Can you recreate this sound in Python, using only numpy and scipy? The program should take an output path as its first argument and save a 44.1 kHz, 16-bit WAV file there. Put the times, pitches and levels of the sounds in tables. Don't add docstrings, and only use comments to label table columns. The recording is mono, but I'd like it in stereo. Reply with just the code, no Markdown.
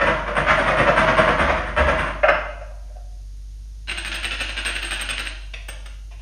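import sys
import numpy as np
from scipy import signal
from scipy.fft import rfft, irfft, next_fast_len
from scipy.io import wavfile
from scipy.ndimage import uniform_filter1d

SR = 44100
rng = np.random.default_rng(int(sys.argv[2]) if len(sys.argv) > 2 else 0)


def gain_from_db(level_db):
    decades = np.asarray(level_db, float) / 20
    return 10 ** decades


def digitize_waveform(pressure):
    field = np.atleast_2d(pressure).T
    bounded = np.clip(field, -1, 1)
    quanta = np.round(bounded * 32767).astype(np.int16)
    wavfile.write(sys.argv[1], SR, quanta)


N = 273949

# (time [s], force [dB], board boom [dB re force], push share [0-1])
GRIND_STROKES = [(0.0, -7, -6.5, .4), (0.058, -8.5, -7.5, 0.67), (0.169, -22, -17.5, .6),
                 (0.265, -15.5, -3, 0.6), (0.354, -8.5, -6.5, 0.86), (0.468, -4.5, -17.5, 0.1),
                 (0.488, -6.5, -21, 0), (0.574, -9, -7, .85), (0.664, -7, -3.1, 0.7),
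                 (0.771, -5, -4.5, 0.8), (0.867, -5, -2.8, 0), (0.964, -3, -16, 0.75), (1.069, -4, -8, 0.1),
                 (1.169, -4, -8, 0.74), (1.269, -7.5, -4.5, 0.6), (1.384, -6, -10, 0.74),
                 (1.479, -8, -1.7, .05), (1.557, -15.5, -28, 0.6), (1.658, -21.5, -12.5, 0.9),
                 (1.765, -6, -6.5, 0.7), (1.811, -38.5, -2, 0.1), (1.869, -7, -6, 0.61),
                 (1.976, -11.5, -13, 0.88), (2.059, -23, -10.5, 0.9)]
# (time [s], blow [dB], clink [dB re blow], fall [s])
KNOCK_BLOWS = [
    (2.232, -8.5, -44.5, 0.015),
    (2.283, -4, -27, 0.0079),
    (2.294, -10, -27.5, 0.0025),
]
# (frequency [Hz], width [Hz], level [dB])
PLATE_MODES = [(963, 5, 3.5), (1376.5, 8.3, -2.5), (1599, 36, 1.5), (2065, 37, -13), (2490, 24, -19)]
# (frequency [Hz], width [Hz], level [dB])
FREE_RING_MODES = [(8480, 22, 0), (13800, 45, -16)]
# (frequency [Hz], likeness [-1 to 1])
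ROOM_LIKENESS = [(60, 0.82), (250, 0.59), (500, 0.83), (1000, 0.056), (4000, -0.0047), (9000, -0.2)]


def evened(x):
    return x / np.sqrt(np.mean(x ** 2) + 1e-20)


def between(pull, push, share):
    return pull + (push - pull) * np.clip(share, 0, 1)


def read(points, hz):
    f, value = np.transpose(points)
    return np.interp(np.log(hz + 1), np.log(f + 1), value)


def causal(points, size=4096):
    db = np.maximum(read(points, np.fft.rfftfreq(size, 1 / SR)), -100)
    log_gain = np.log(gain_from_db(db))
    circle = np.concatenate([log_gain, log_gain[-2:0:-1]])
    h = np.fft.ifft(np.exp(np.conj(signal.hilbert(circle)))).real[:size // 2]
    return h / np.linalg.norm(h)


def ringing(modes, order=0, size=8192):
    t = np.arange(size) / SR
    h = np.zeros(size)
    for hz, width, db in modes:
        swell = gain_from_db(db) * width ** (order + .5) * t ** order
        h += swell * np.exp(-np.pi * width * t) * np.sin(2 * np.pi * hz * t)
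    return h / np.linalg.norm(h)


def teeth(per_s, spread_db):
    when, size, sign = rng.random((N + SR, 3)).T
    size_db = spread_db * np.minimum(-np.log(size + 1e-9), 4)
    return evened((when < per_s / SR) * np.sign(sign - .5) * gain_from_db(size_db))


def strokes(rows, rasp, plate, plate_db, low, high, per_s, spread_db, bite):
    force = np.zeros((3, N + SR))
    clicking = teeth(per_s, spread_db)
    u = np.arange(SR // 4) / SR
    for s, db, low_db, high_db, rise, fall in rows:
        at = slice(round(s * SR), round(s * SR) + len(u))
        swell = np.minimum(u / rise, 1) * np.exp(-np.maximum(u - rise, 0) / fall)
        drive = swell * clicking[at]
        drive[0] = bite / rise
        force[:, at] += gain_from_db(np.array([[db], [db + low_db], [db + high_db]])) * drive
    body = np.pad(causal(rasp), (0, 6144)) + gain_from_db(plate_db) * ringing(plate)
    responses = (body, ringing(low, order=1), ringing(high))
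    return np.array([signal.oaconvolve(f, h)[:N] for f, h in zip(force, responses)])


def clicks(rows, response):
    s, db = np.transpose(rows)
    train = np.zeros(N)
    train[np.round(s * SR).astype(int)] = gain_from_db(db)
    return signal.oaconvolve(train, response)[:N]


def coloured(points, channels=1):
    noise = rng.standard_normal((channels, N))
    return evened(signal.oaconvolve(noise, causal(points)[None], axes=1)[:, :N])


def liken(pair, points):
    size = next_fast_len(pair.shape[1])
    a, b = rfft(pair, size)
    same = np.clip(read(points, np.fft.rfftfreq(size, 1 / SR)), -1, 1)
    right = same * a + np.sqrt(1 - same ** 2) * b
    return irfft(np.array([a, right]), size)[:, :pair.shape[1]]


def ground_dish():
    # (frequency [Hz], density [dB per Hz])
    rasp_tone = [(400, -42.5), (650, 1.5), (780, -14), (920, -1), (1400, -2), (1940, -4), (2450, -12.5),
                 (3250, -18), (3900, -29), (6500, -35), (8700, -41), (10300, -48.5), (11600, -74)]
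    # (frequency [Hz], width [Hz], level [dB])
    board_modes = [(510, 40, -5), (582, 55, 0), (612, 60, -5), (690, 70, -3)]
    # (frequency [Hz], width [Hz], level [dB])
    damped_modes = [(8635, 750, 13.5), (9500, 200, -20)]
    rise_s = 0.016
    rows = []
    for s, db, boom_db, push in GRIND_STROKES:
        ring_db = between(-52.5, -20, push)
        fall_s = between(0.021, 0.042, push)
        rows.append((s, db, boom_db, ring_db, rise_s, fall_s))
    return gain_from_db(-7.0) * strokes(rows, rasp_tone, PLATE_MODES, -18.5, board_modes, damped_modes,
                               per_s=4000., spread_db=2.95, bite=0.13)


def scraped_dish():
    # (time [s], force [dB], dish ring [dB re force], fall [s])
    air_strokes = [(3.874, -24.5, -20, 0.0062), (3.884, -18.5, -14.5, 0.018), (3.911, -17, -18, 0.0041),
                   (3.9747, -15, -8.5, 0.0061), (3.992, -28, -21, 0.0076), (4.0487, -14.5, -6, 0.011),
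                   (4.068, -21.5, -7, 0.014), (4.12, -12, -37, 0.016), (4.1437, -21.5, 1.5, 0.012),
                   (4.2306, -15.5, -10, 0.0051), (4.245, -14.5, -6, 0.01), (4.3111, -13, -17, 0.016),
                   (4.3367, -31, -21, 0.015), (4.3925, -19, -26, 0.008), (4.4061, -9.5, -11.5, 0.0079),
                   (4.4322, -21, -17, 0.006), (4.4873, -17, -14.5, 0.015), (4.57, -12.5, -15, 0.019),
                   (4.6507, -11.5, -10.5, 0.029), (4.7534, -12.5, -9.5, 0.01), (4.8208, -16, -6.5, 0.033),
                   (4.9084, -11, -5, 0.022), (4.995, -18, -23.5, 0.01), (5.013, -14, 5, 0.0045),
                   (5.0904, -9, -10, 0.0073), (5.103, -16, -6, 0.0048), (5.1769, -20.5, -12, 0.017),
                   (5.191, -16, -4, 0.0046), (5.253, -19.5, -4.5, 0.0054), (5.267, -17.5, -12.5, 0.0045)]
    # (frequency [Hz], density [dB per Hz])
    rasp_tone = [(170, -58.5), (340, -0.5), (450, -44.5), (900, -8.5), (1170, -7), (1530, 5), (2150, -4),
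                 (2600, 3.5), (3600, -5.5), (5700, -20), (6530, -16), (8000, -25), (9700, -22),
                 (10600, -47)]
    # (frequency [Hz], width [Hz], level [dB])
    rim_modes = [(312, 42, -1), (635, 160, 3), (1700, 60, -21), (2870, 90, -1.5), (2882, 89, -3.5),
                 (3084, 81, -1.5)]
    # (frequency [Hz], width [Hz], level [dB])
    edge_modes = [(3960, 520, 24.5), (5000, 450, 15.5)]
    edge_db, rise_s = -35, 0.0076
    rows = [(s, db, edge_db - db, ring_db, rise_s, fall) for s, db, ring_db, fall in air_strokes]
    return gain_from_db(-8.5) * strokes(rows, rasp_tone, rim_modes, -11.0, edge_modes, FREE_RING_MODES,
                               per_s=2000., spread_db=4.7, bite=0.068)


def snagging_teeth():
    # (time [s], peak [dB])
    snags = [(3.8847, -27), (3.8943, -24), (3.8963, -13.5), (3.9147, -14), (3.9766, -17), (4.0489, -11.5),
             (4.1178, -13.5), (4.232, -20.5), (4.246, -9.5), (4.3098, -20), (4.3098, -13.5),
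             (4.5675, -18.5), (4.6505, -9.5), (4.7654, -12.5), (4.8196, -26), (4.91, -13), (4.9161, -15.5),
             (4.9963, -16), (5.0898, -12.5), (5.1823, -16.5), (5.1813, -9.5), (5.2725, -11)]
    # (frequency [Hz], density [dB per Hz])
    snag_tone = [(500, -30.5), (1300, -3), (2600, 9), (4500, -7), (7000, -19), (12000, -34)]
    return gain_from_db(10.0) * clicks(snags, causal(snag_tone))


def tapped_dish():
    # (time [s], force [dB], cup [dB re force], dish ring [dB re force], fall [s])
    finger_taps = [
        (5.536, -21, -18, -60, 0.0028),
        (5.684, -20, -36, 2, 0.0045),
        (5.857, -28, -14, -8, 0.0051),
        (6.108, -42.5, -4, -24, 0.03),
        (6.1913, -43, -6.5, -15.5, 0.008),
    ]
    # (frequency [Hz], density [dB per Hz])
    tap_tone = [(300, -10), (600, -9.5), (1200, -7), (1600, 0), (2200, 1.5), (3000, 1.5), (4200, -12),
                (6500, -13), (8000, -20), (9800, -22.5), (11000, -33.5)]
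    # (frequency [Hz], width [Hz], level [dB])
    tapped_modes = [(1560, 300, -3), (2680, 260, -2)]
    # (frequency [Hz], width [Hz], level [dB])
    hand_modes = [(693, 79, 5.5), (1015, 460, 5)]
    rise_s = .003
    rows = [(s, db, cup_db, ring_db, rise_s, fall) for s, db, cup_db, ring_db, fall in finger_taps]
    return gain_from_db(-4.0) * strokes(rows, tap_tone, tapped_modes, -11.5, hand_modes, FREE_RING_MODES,
                               per_s=6000., spread_db=1.6, bite=0.0073)


def knocked_dish():
    # (time [s], blow [dB], board boom [dB re blow], length [s])
    rocking = [
        (2.375, -31, -42, 0.038),
        (2.601, -41, 7.5, 0.031),
        (2.707, -48.5, 11, 0.0095),
        (2.779, -59.5, 6, 0.055),
        (2.865, -59.5, 12.5, 0.056),
        (2.947, -58, 15.5, 0.037),
    ]
    # (frequency [Hz], density [dB per Hz])
    blow_tone = [(350, -41), (600, -2), (800, -13.5), (1300, 6), (1600, 4.5), (2000, 0), (2800, -7.5),
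                 (3400, -25.5), (6000, -46), (10000, -43)]
    # (frequency [Hz], width [Hz], level [dB])
    knocked_modes = [(608, 70, 0), (705, 80, -1)]
    # (frequency [Hz], width [Hz], level [dB])
    clink_modes = [(5230, 11, 0), (3950, 50, -9), (8500, 80, -20)]
    boom_db, rise_s = 0.1, 0.002
    rows = [(s, db, boom_db, clink_db, rise_s, fall) for s, db, clink_db, fall in KNOCK_BLOWS]
    rise_share, rocking_clink_db = 0.42, -27
    for s, db, rock_boom_db, length in rocking:
        rows.append((s, db, rock_boom_db, rocking_clink_db, rise_share * length, (1 - rise_share) * length))
    return gain_from_db(-2.5) * strokes(rows, blow_tone, PLATE_MODES, -5.0, knocked_modes, clink_modes,
                               per_s=6000., spread_db=2.0, bite=0.0079)


def rim_chimes():
    # (time [s], level [dB])
    chimes = [
        (2.284, -22),
        (2.298, -9),
        (2.612, -33),
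    ]
    # (frequency [Hz], width [Hz], level [dB])
    chime_modes = [(5230, 5, 0), (3950, 12, -8)]
    return clicks(chimes, ringing(chime_modes, size=16384))


def reflections():
    # (frequency [Hz], t60 [s])
    kitchen_t60 = [(150, 0.37), (660, 0.8), (1740, 0.55), (4600, 0.78), (9000, 0.57), (13800, 0.2)]
    # (level over the tail [dB], t60 [s])
    nearby = (5.7, 0.035)
    taps = np.zeros((2, 32768))
    at = np.arange(60, 32740, 20)
    at = at + rng.integers(0, 20, (2, len(at)))
    np.put_along_axis(taps, at, rng.choice([-1., 1.], at.shape), 1)
    hz, t, z = signal.stft(liken(taps, ROOM_LIKENESS), SR, nperseg=256)
    late = gain_from_db(-60 * t / read(kitchen_t60, hz)[:, None])
    early = gain_from_db(nearby[0] - 60 * t / nearby[1])
    tail = signal.istft(z * (late + early), SR, nperseg=256)[1]
    return tail / np.linalg.norm(tail[0])


def kitchen(x):
    shifts_per_s = 2.3
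    phase = np.pi * shifts_per_s * np.arange(N) / SR
    out = np.zeros((2, N))
    for share in (np.sin(phase), np.cos(phase)):
        out += signal.oaconvolve((x * share)[None], reflections(), axes=1)[:, :N]
    return out


def counter():
    # (frequency [Hz], density [dB per Hz])
    rumble_tone = [(45, -38), (70, -7.5), (100, -16.5), (143, -4.5), (190, -8.5), (350, -11.5), (430, -20),
                   (600, -48.5)]
    # (time [s], peak [dB], frequency [Hz], rise [s], t60 [s])
    thuds = [
        (0.018, -31, 71.4, 0.014, 0.83),
        (.4, -28.5, 69.4, 0.027, 0.75),
        (1.381, -21, 69.5, .05, 1),
        (1.777, -10.5, 69.7, 0.052, 0.55),
        (1.98, -18.5, 79, 0.027, 0.24),
    ]
    weights = [(s, db + between(-24, -18, push)) for s, db, _, push in GRIND_STROKES]
    weights += [(s, db - 34.5) for s, db, *_ in KNOCK_BLOWS]
    rise_s, fall_s = 0.029, 0.1
    t = np.arange(N) / SR
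    lean = np.zeros(N)
    for s, db in weights:
        u = np.maximum(t - s, 0)
        swell = np.minimum(u / rise_s, 1) * np.exp(-np.maximum(u - rise_s, 0) / fall_s)
        lean = np.hypot(lean, gain_from_db(db) * swell)
    out = coloured(rumble_tone)[0] * lean
    for start, peak_db, hz, rise, t60 in thuds:
        u = np.maximum(t - start, 0)
        out += gain_from_db(peak_db - 60 * u / t60) * np.minimum(u / rise, 1) * np.sin(2 * np.pi * hz * u)
    return out


def fridge():
    # (time [s], frequency [Hz], level [dB])
    hum = [(0, 48.78, -32.5), (2, 49.0, -31), (2.6, 49.1, -34.5), (3.301, 47.8, -34.5), (3.8, 51.06, -35),
           (4.499, 50.3, -32.5), (5.2, 47.55, -33.5), (6.21, 49.9, -35.5)]
    # (multiple [1], level [dB re hum])
    overtones = [(2, -24.5), (3, -38.5)]
    s, hz, db = np.transpose(hum)
    t = np.arange(N) / SR
    phase = 2 * np.pi * np.cumsum(np.interp(t, s, hz)) / SR
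    wave = np.sin(phase) + sum(gain_from_db(rel_db) * np.sin(k * phase) for k, rel_db in overtones)
    return np.sqrt(2) * gain_from_db(np.interp(t, s, db)) * wave


def hiss():
    # (frequency [Hz], density [dB per Hz])
    floor_tone = [(45, -2.5), (62, 10), (100, 13), (125, -2.5), (200, -4), (400, -15.5), (1000, -21),
                  (2500, -19.5), (4500, -16.5), (6500, -14), (8500, -20), (11000, -22.5), (14000, -33.5),
                  (15500, -51)]
    return gain_from_db(-50) * liken(coloured(floor_tone, channels=2), ROOM_LIKENESS)


def scene():
    rasped, boom, ring = ground_dish() + scraped_dish() + tapped_dish() + knocked_dish()
    snaps = snagging_teeth()
    direct = gain_from_db(-5.5) * rasped + boom + gain_from_db(2.0) * ring + snaps + rim_chimes()
    direct = np.array([np.roll(direct, 2), direct])
    room = kitchen(rasped + gain_from_db(-2.5) * boom + gain_from_db(-9.0) * ring + gain_from_db(-4.5) * snaps)
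    return direct + gain_from_db(0.03) * room + counter() + fridge() + hiss()


def microphone_ports(dry):
    # (frequency [Hz], left minus right [dB])
    tilt = [(60, 1.65), (150, 1.6), (300, 3), (1000, 3), (3000, 5), (6500, 9), (8480, -8), (10000, -5.5),
            (13800, 6)]
    # (centre [Hz], width [Hz], depth [dB])
    notch = (7600, 450, -12)
    size = next_fast_len(N)
    hz = np.fft.rfftfreq(size, 1 / SR)
    centre_hz, width_hz, depth_db = notch
    notch_db = depth_db * np.exp(-((hz - centre_hz) / width_hz) ** 2)
    port_db = notch_db + np.array([[.5], [-.5]]) * read(tilt, hz)
    return irfft(rfft(dry, size) * gain_from_db(port_db), size)[:, :N]


def gated(x):
    # (frequency [Hz], level [dB])
    gate = [(6800, -80), (7200, -30), (8000, -30), (8300, -42), (10200, -41), (10700, -31), (14200, -31),
            (14600, -24)]
    hz, _, z = signal.stft(x, SR, nperseg=1024, noverlap=768)
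    energy = abs(z) ** 2
    patch = uniform_filter1d(uniform_filter1d(energy, size=9, axis=1), size=3, axis=2)
    whole = energy[:, 4:].sum(1, keepdims=True) / 100
    kept = patch > gain_from_db(2 * read(gate, hz))[:, None] * whole
    return signal.istft(z * kept, SR, nperseg=1024, noverlap=768)[1][:, :N]


def input_crackle():
    # (time [s], peak [dB])
    crackles = [(0.287, -48), (0.497, -47.5), (0.503, -44.5), (0.509, -39.5), (0.681, -49), (0.995, -52.5),
                (1.199, -42.5), (1.775, -46.5), (2.238, -37.5), (2.288, -33.5), (2.298, -42)]
    # (frequency [Hz], density [dB per Hz])
    crackle_tone = [(2500, -24), (5000, -2), (8000, 0), (15500, -7)]
    return clicks(crackles, causal(crackle_tone))


def top_cut(x):
    return signal.sosfilt(signal.butter(12, 15780, fs=SR, output="sos"), x)


def record(dry):
    mix = gated(microphone_ports(dry)) + input_crackle()
    return top_cut(np.clip(mix, -1, 1))


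dry = scene()
out = record(dry)
digitize_waveform(out)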